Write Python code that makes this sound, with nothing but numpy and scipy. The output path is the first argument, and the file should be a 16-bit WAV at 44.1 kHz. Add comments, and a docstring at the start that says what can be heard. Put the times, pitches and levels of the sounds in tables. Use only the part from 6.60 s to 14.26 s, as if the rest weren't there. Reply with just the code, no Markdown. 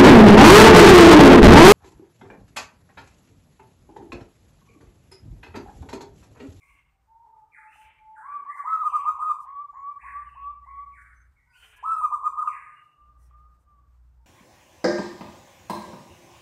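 """Doves in a hard-walled yard

A dove coos loudly, a second coos with it and two more further off: near-sines that scoop up in pitch.
A distant songbird drops quick gliding whistles and rasps of resonant noise, heard only as echoes.
Soft knocks are decaying sines; an engine idles far away as a firing tone over resonant rumble.
Behind them lie swelling traffic noise and a faint uneven hiss."""
import sys
import numpy as np
from scipy import signal
from scipy.fft import rfft, irfft
from scipy.io import wavfile
from scipy.ndimage import uniform_filter1d

SR = 44100
rng = np.random.default_rng(int(sys.argv[2]) if len(sys.argv) > 2 else 0)


def log_audio(samples):
    """Write samples as a 16-bit WAV file to the path given in sys.argv[1]."""
    # one column per channel
    frames = np.atleast_2d(samples).T
    # limit to full scale, then quantise
    limited = np.clip(frames, -1, 1)
    pcm = np.round(limited * 32767).astype(np.int16)
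    wavfile.write(sys.argv[1], SR, pcm)


N = 337806
T = np.arange(N) / SR  # s


def undb(db):
    """Decibels are logarithmic: 20 dB is a factor of ten in amplitude."""
    return 10 ** (np.asarray(db) / 20)


def level(x, db):
    """Level is set by root mean square, the measure of average power."""
    return x * undb(db) / np.sqrt(np.mean(x ** 2))


def colour(table):
    """Spectral shaping: white noise weighted by (Hz, dB) points over log frequency, at rms 1."""
    hz, db = np.transpose(table)
    f = np.maximum(np.fft.rfftfreq(N, 1 / SR), 1)
    weight = undb(np.interp(np.log(f), np.log(hz), db, -120, -120))
    return level(irfft(rfft(rng.standard_normal(N)) * weight, N), 0)


def ring(x, modes):
    """Resonance: a sum of (Hz, width Hz, dB) modes, each filter applied twice for steeper skirts."""
    out = 0
    for hz, width, db in modes:
        b, a = signal.iirpeak(hz, hz / width, SR)
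        once = signal.lfilter(b, a, x)
        out = out + undb(db) * signal.lfilter(b, a, once)
    return out


def walk(rate):
    """Slow random modulation: levels held 1 / rate s and smoothed twice; spread near 0.5."""
    k = int(SR / rate)
    steps = np.repeat(rng.standard_normal(N // k + 1), k)
    return 0.63 * uniform_filter1d(uniform_filter1d(steps, k), k)[:N]


def yard(x, t60, build, db):
    """Diffuse reverberation: dense echoes build up over build s and decay by 60 dB in t60 s."""
    t = T[:SR]
    echo = rng.standard_normal(SR) * (1 - np.exp(-t / build)) * np.exp(-np.log(1000) * t / t60)
    return undb(db) * signal.oaconvolve(x, echo / np.sqrt(np.sum(echo ** 2)))[:N]


def doves():
    """Direct and reverberant sound: singing away from the microphone favours the echo of the scoops."""
    # Each row: start in seconds, length in seconds, pitch after the attack in Hz, pitch at the release
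    # in Hz, level after the attack in dB, change while held in dB, scoop before the start in seconds.
    near_notes = [(2.08, 0.082, 1302, 1305, -24, 4.5, 0.038), (2.178, .064, 1290, 1220, -25, 1, 0.0023),
                  (2.246, 0.041, 1249, 1225, -19.5, 0.5, .012), (2.338, 0.036, 1237, 1219, -19, 0.5, .014),
                  (2.466, 0.046, 1242, 1260, -18.5, -6.5, .014), (2.605, 0.034, 1236, 1259, -24.5, 4, .016),
                  (2.648, 0.071, 1268, 1235, -24, -0.5, 0.00039),
                  (2.704, 0.019, 1229, 1215, -19, 1, 0.0066), (5.264, 0.087, 1322, 1318, -22.5, 3, 0.034),
                  (5.365, 0.054, 1279, 1255, -24.5, -3.5, 0), (5.424, .04, 1260, 1222, -20.5, 2.5, .012),
                  (5.528, 0.025, 1229, 1212, -20, 1.5, .012), (5.645, 0.037, 1244, 1232, -21, 2.5, .012),
                  (5.778, 0.029, 1244, 1265, -21, -1.5, .014), (5.816, 0.023, 1241, 1254, -21.5, -7.5, 0),
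                  (5.845, 0.048, 1268, 1233, -30, 12.5, 0.0068)]
    second_notes = [(1.68, 0.19, 1168, 1138, -29.5, -6.5, 0.075),
                    (1.875, 0.058, 1152, 1173, -31, -0.5, 0.021),
                    (1.985, 0.047, 1160, 1143, -29.5, -4, 0.029),
                    (2.385, 0.088, 1142, 1183, -28, -3, 0.014), (2.89, 0.22, 1140, 1168, -33.5, 1, 0.037),
                    (3.17, .225, 1127, 1166, -35.5, 3.5, 0.04), (3.465, 0.22, 1142, 1169, -36, 4, .035),
                    (3.78, 0.21, 1141, 1168, -34.5, 0, .03), (4.085, 0.26, 1127, 1152, -37, -4.5, 0.022)]
    far_notes = [(.475, 0.22, 895, 930, -56, 3, 0.0045), (.685, 0.18, 905, 863, -53, -4.5, 0.012),
                 (.975, 0.13, 880, 863, -55, -4, 0.0051), (1.17, 0.096, 862, 882, -55, 2.5, 0.0094),
                 (1.39, 0.23, 872, 877, -54.5, 9.5, 0.0022), (5.99, .18, 1250, 1220, -50.5, 3, 0.0047),
                 (6.188, 0.086, 1225, 1206, -51, -17, 0.0069),
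                 (6.355, 0.22, 1180, 1200, -57.5, 0.5, 0.0045),
                 (6.72, .23, 1205, 1234, -56.5, -8.5, 0.0073), (7.06, 0.15, 1190, 1156, -63.5, 1.5, 0.0043)]
    hum_notes = [(0.619, 0.32, 430, 460, -82, -5, 0), (5.0, 0.31, 440, 426, -79.5, 0.5, 0),
                 (5.45, .3, 430, 453, -79, 1, 0.0014)]  # a faint low tone, same columns
    # Each holds: attack as share of length, start in dB re its end, release as share of length,
    # end in dB re the release's start.
    near_shape = (0.6, -6, 0.38, -7)
    second_shape = (0.42, -10.5, 0.44, -18)
    far_shape = (0.14, -16, 0.27, -16)
    # Overtones. Each row: multiple of the pitch, relative level in dB.
    near_overtones = [(2, -45.5), (3, -53), (4, -58.5), (5, -51.5), (6, -45.5), (7, -44.5), (8, -66),
                      (9, -59), (10, -56.5), (11, -58.5)]
    second_overtones = [(2, -43), (3, -59)]
    # Air in the throat. 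Each row: frequency in Hz, relative density in dB per Hz.
    breath = [(2060, -45.5), (3500, -13), (3790, -14), (4320, -15), (5510, -16.5), (7610, -3.5), (9000, -7),
              (10400, -38.5), (11000, -6.5), (14100, -16), (15400, -31)]
    # Pitch region the walls return most. Each row: frequency in Hz, filter width in Hz, gain in dB.
    scoop_echo = [(1035, 300, 0)]

    near, stack, rise, effort = coos(near_notes, near_shape, 1.5, 0.55, scoop_db=-13.5,
                                     overtones=near_overtones, swell=2.92, octave_db=-44.5)
    top = undb(-3.5) * stack * (1 + 0.69 * walk(300.0))
    top += undb(-53.0) * effort * colour(breath)
    out = near + yard(near, 0.36, 0.025, -8)
    out += yard(ring(rise, scoop_echo), 0.6, 0.0016, 1.5)
    out += top + yard(top, 0.28, 0.0085, 0.048)

    second, top, rise, _ = coos(second_notes, second_shape, 3, 0.62, scoop_db=-9.5,
                                overtones=second_overtones, swell=6.53, octave_db=-24.5)
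    out += second + yard(second, 0.7, 0.019, -11) + yard(rise, 0.73, 0.0019, -4.0)
    out += top + yard(top, 0.16, 0.0088, 0.67)

    far = coos(far_notes + hum_notes, far_shape, 4, 1, scoop_db=0,
               overtones=[], swell=0, octave_db=0)[0]
    return out + far + yard(far * (1 + 1.3 * walk(180)), 0.37, 0.055, -4.5)


def coos(notes, shape, waver_db, scoop_from, scoop_db, overtones, swell, octave_db):
    """Frequency modulation of a near-sine: returns tone, overtones, scoops alone and effort."""
    slur_s, edge = 0.006, 0.005  # s: shorter scoops are slurred over; fade at each end
    tone, stack, rise, effort = np.zeros((4, N))
    # each overtone comes and goes on its own
    patchy = [undb(db + 8 * walk(25)) for _, db in overtones]
    # the voice is never quite steady in level or pitch, and the rise into a note is hoarse
    flutter = undb(waver_db * walk(45.0))
    wobble = 1 + 0.003 * walk(40.0)
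    hoarse = 0.5 * walk(500.0)
    for note in notes:
        s, hz, db = held(note, shape)
        scooped = note[-1] > slur_s
        scoop_s = note[-1] * scooped
        start = s[0] - scoop_s
        low = scoop_from if scooped else 1  # share of the held pitch
        soft_db = db.max() + scoop_db if scooped else db[0]
        span = slice(int((start - edge) * SR), int((s[-1] + edge) * SR))
        t = T[span]
        fade = np.sin(np.pi / 2 * np.clip(np.minimum(t - t[0], t[-1] - t) / edge, 0, 1)) ** 2
        contour_db = uniform_filter1d(np.interp(t, np.r_[start, s], np.r_[soft_db, db]), size=120)
        gain = np.sqrt(2) * fade * flutter[span] * undb(contour_db)
        # the rise is quick at first and eases into the note
        ease = np.clip((s[0] - t) / (scoop_s + edge), 0, 1) ** 1.9
        climb = 1 - (1 - low) * ease
        pitch = wobble[span] * uniform_filter1d(np.interp(t, s, hz), size=120) * climb
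        phase = 2 * np.pi * np.cumsum(pitch) / SR
        # a small throat radiates low pitches poorly
        radiated = climb ** swell * (1 + hoarse[span] * np.sqrt(ease) * scooped)
        tone[span] += radiated * gain * np.sin(phase)
        harmonics = sum(p[span] * np.sin(k * phase) for (k, _), p in zip(overtones, patchy))
        stack[span] += radiated * gain * harmonics
        # the scoop alone ends where the held note starts
        scoop_gain = fade * undb(db.max()) * np.clip((s[0] - t) / edge, 0, 1) * scooped
        rise[span] += scoop_gain * (radiated * np.sin(phase) + undb(octave_db) * np.sin(2 * phase))
        effort[span] += gain
    return tone, stack, rise, effort


def held(row, shape):
    """Envelope and pitch arch: corners (s, Hz, dB) of attack, gliding hold and release."""
    s, length, from_hz, to_hz, db, change_db, _ = row
    attack, start_db, release, end_db = shape
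    droop = 0.975  # pitch at both ends, as a share of the neighbouring corner
    times = s + length * np.array([0, attack, 1 - release, 1])
    pitches = np.array([droop * from_hz, from_hz, to_hz, droop * to_hz])
    levels = db + np.array([start_db, 0, change_db, change_db + end_db])
    return times, pitches, levels


def songbird():
    """Indirect sound: hoarse gliding whistles with a thin hiss, and rasps, come only by the walls."""
    # Each row: start in seconds, length in seconds, from pitch in Hz, to pitch in Hz,
    # peak level before the echoes in dB.
    whistles = [(-.02, 0.046, 2990, 1972, -53), (-.02, 0.07, 1380, 940, -63.5),
                (0.043, 0.068, 2400, 2970, -68.5), (0.22, 0.19, 790, 787, -82.5),
                (0.719, 0.042, 1235, 1236, -66), (0.912, 0.066, 2494, 1194, -47.5),
                (1.042, 0.11, 2310, 3026, -58.5), (1.189, 0.081, 2670, 2010, -59),
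                (1.546, 0.037, 2007, 1032, -43), (1.65, 0.046, 2057, 2475, -61.5),
                (1.868, 0.056, 1690, 2153, -43), (1.936, 0.04, 2276, 1210, -43.5),
                (2.261, .08, 3232, 2104, -54.5), (3.078, 0.15, 7200, 7080, -75.5),
                (3.376, 0.042, 1436, 2677, -47.5), (3.42, 0.043, 2263, 1490, -42.5),
                (3.645, 0.09, 3013, 2430, -63.5), (4.024, 0.087, 1940, 2240, -58.5),
                (4.314, 0.084, 2480, 1227, -46.5), (4.535, 0.088, 6130, 6150, -70),
                (4.752, 0.042, 2420, 1843, -62), (4.837, 0.083, 903, 1060, -68),
                (4.852, 0.17, 1539, 1374, -61.5), (4.872, 0.14, 5000, 4310, -70.5),
                (4.916, 0.079, 2340, 3336, -56), (5.041, 0.11, 3260, 2277, -61),
                (5.098, 0.077, 1600, 1800, -60), (5.154, 0.063, 962, 1070, -51.5),
                (5.858, .1, 2854, 1424, -44.5), (6.116, 0.1, 2826, 2760, -65.5),
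                (6.577, 0.028, 1995, 1890, -76), (6.611, 0.039, 5850, 5660, -70),
                (7.556, 0.05, 868, 920, -68.5)]
    # Each row: start in seconds, length in seconds, level before the echoes in dB, treble over body in dB.
    rasps = [(-.06, 0.29, -75.5, -0.5), (1.086, 0.21, -64.5, -5.5), (1.688, 0.097, -77, -4),
             (1.936, 0.093, -79, 10), (2.783, 0.067, -78, 9.5), (4.403, 0.031, -82, 5),
             (4.909, 0.27, -61.5, -5), (5.154, 0.025, -74.5, 9), (6.566, 0.13, -82.5, 8.5),
             (6.979, 0.064, -91, 9)]
    # Resonances of the rasp. Each row: frequency in Hz, filter width in Hz, relative level in dB.
    body_modes = [(1110, 1300, -10.5), (2060, 4000, 9.5)]
    treble_modes = [(6820, 800, 2), (8840, 7500, 10)]
    # Each row: frequency in Hz, relative density in dB per Hz.
    hiss_points = [(6000, -26.5), (7200, -9.5), (8200, -4), (9600, -1.5), (10300, -6), (11200, -18),
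                   (14500, -23.5)]

    low, high, rustle = np.zeros((3, N))
    body = level(ring(rng.standard_normal(N), body_modes), 0)
    body = signal.sosfilt(signal.butter(6, 3200, fs=SR, output="sos"), body)
    treble = level(ring(rng.standard_normal(N), treble_modes), 0)
    hiss = colour(hiss_points)
    hoarse = 1 + 0.5 * walk(300)
    waver = 1 + 0.04 * walk(120)
    for s, length, from_hz, to_hz, db in whistles:
        span = slice(max(int(s * SR), 0), int((s + length) * SR))
        u = np.clip((T[span] - s) / length, 0, 1)
        glide = to_hz + (from_hz - to_hz) * (1 - u) ** 1.3
        phase = 2 * np.pi * np.cumsum(waver[span] * glide) / SR
        gain = undb(db) * np.abs(np.sin(np.pi * u)) ** 0.54
        low[span] += gain * hoarse[span] * np.sin(phase)
        high[span] += gain * undb(-25) * hiss[span]
    for s, length, db, treble_db in rasps:
        gain = undb(db) * np.sin(np.pi * np.clip((T - s) / length, 0, 1))
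        low += gain * body
        rustle += gain * undb(treble_db) * treble
    near_walls = yard(low, 0.15, 0.008, -4)
    # the slow-building tail of whistles and rasp body loses its treble on the way round
    dull = signal.sosfiltfilt(signal.butter(4, 3800, fs=SR, output="sos"), low)
    grain = undb(3.7 * walk(70.0))  # separate echoes make the tails grainy
    out = grain * (near_walls + yard(dull, 0.48, 0.44, 3))
    return out + yard(high, 0.98, 0.014, 0) + yard(rustle, 0.051, 0.0045, 0)


def thuds():
    """Damped free vibration: each soft knock is one low mode decaying exponentially."""
    # Each row: start in seconds, mode in Hz, level before attack and echo in dB, 60 dB decay in seconds.
    knocks = [(.14, 290, -67, .12), (1.74, 262, -59, .22), (1.77, 400, -68, .15), (5.64, 305, -70, .3)]
    out = np.zeros(N)
    for s, hz, db, t60 in knocks:
        t = np.maximum(T - s, 0)
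        attack = np.minimum(t / 0.02, 1)
        out += undb(db - 60 * t / t60) * attack * np.sin(2 * np.pi * hz * t)
    return out + yard(out, 0.3, 0.0091, 2.5)


def engine():
    """Periodic firing and resonant noise: a wavering low tone emerges from rumble as the level grows."""
    # Each row: time in seconds, level in dB.
    levels = [(0.0, -85), (0.08, -65), (1.09, -79.5), (1.21, -66.5), (2.09, -85.5), (2.37, -65),
              (2.98, -74.5), (3.39, -67.5), (3.46, -55), (4.65, -57.5), (4.82, -66), (5.89, -66),
              (6.34, -86.5), (6.42, -57.5), (6.76, -52.5), (7.02, -63.5), (7.34, -53), (7.66, -55)]
    firing_hz = 59.7
    tone_from_db, tone_full_db = -72, -52.5  # levels where the tone emerges and takes over
    db = np.interp(T, *np.transpose(levels))
    share = np.clip((db - tone_from_db) / (tone_full_db - tone_from_db), 0, 1)
    phase = 2 * np.pi * np.cumsum(firing_hz * (1 + 0.015 * walk(1.3))) / SR
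    firing = np.sin(phase) + undb(-18.5) * np.sin(2 * phase)
    tone = level(undb(0.99 * walk(7.8)) * firing, 0)
    rough = ring(rng.standard_normal(N), [(54.4, 47, 8.0), (127, 36, -13.5)])
    rumble = level(undb(1.0 * walk(4.2)) * rough, 0)
    return undb(db) * (np.sqrt(share) * tone + np.sqrt(1 - share) * rumble)


def traffic():
    """Amplitude-modulated noise: a low broadband sound swells and fades."""
    # Each row: frequency in Hz, relative density in dB per Hz.
    spectrum = [(53, -29.5), (90, 0), (149, -2.5), (222, -20.5), (289, -10), (364, -16), (815, -14),
                (1170, -16), (1600, -20.5), (2080, -53), (3520, -120)]
    # Each row: time in seconds, level in dB, about which it wavers.
    swells = [(0.0, -80.5), (0.79, -77), (3.16, -74.5), (4.03, -77), (4.99, -82), (5.87, -71), (6.27, -75),
              (6.72, -72.5), (7.25, -76.5), (7.66, -76.5)]
    return colour(spectrum) * undb(np.interp(T, *np.transpose(swells)) + 2 * walk(4.6))


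def air():
    """Random noise with a fluctuating envelope: a faint uneven hiss."""
    # Each row: frequency in Hz, relative density in dB per Hz.
    spectrum = [(530, -32.5), (900, -7), (1180, -5.5), (1500, -9.5), (3140, -20.5), (8630, -22),
                (10400, -27), (12800, -22.5), (15400, -29.5)]
    return undb(-81.5 + 3.1 * walk(36.0)) * colour(spectrum)


def scene():
    """Superposition: the pressures of all sources add at one point."""
    return (doves() + songbird() + thuds() + engine() + traffic() + air())[None]


def record(dry):
    """Band limiting: the microphone dips in the treble and its top is cut."""
    # Each row: centre of the dip in Hz, width in Hz, gain at the centre in dB.
    dips = [(10440, 760, -10.5)]
    for hz, width, db in dips:
        dry = dry - (1 - undb(db)) * signal.lfilter(*signal.iirpeak(hz, hz / width, SR), dry)
    return signal.sosfilt(signal.ellip(8, 0.2, 70, 15600, fs=SR, output="sos"), dry)


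dry = scene()
out = record(dry)
log_audio(out)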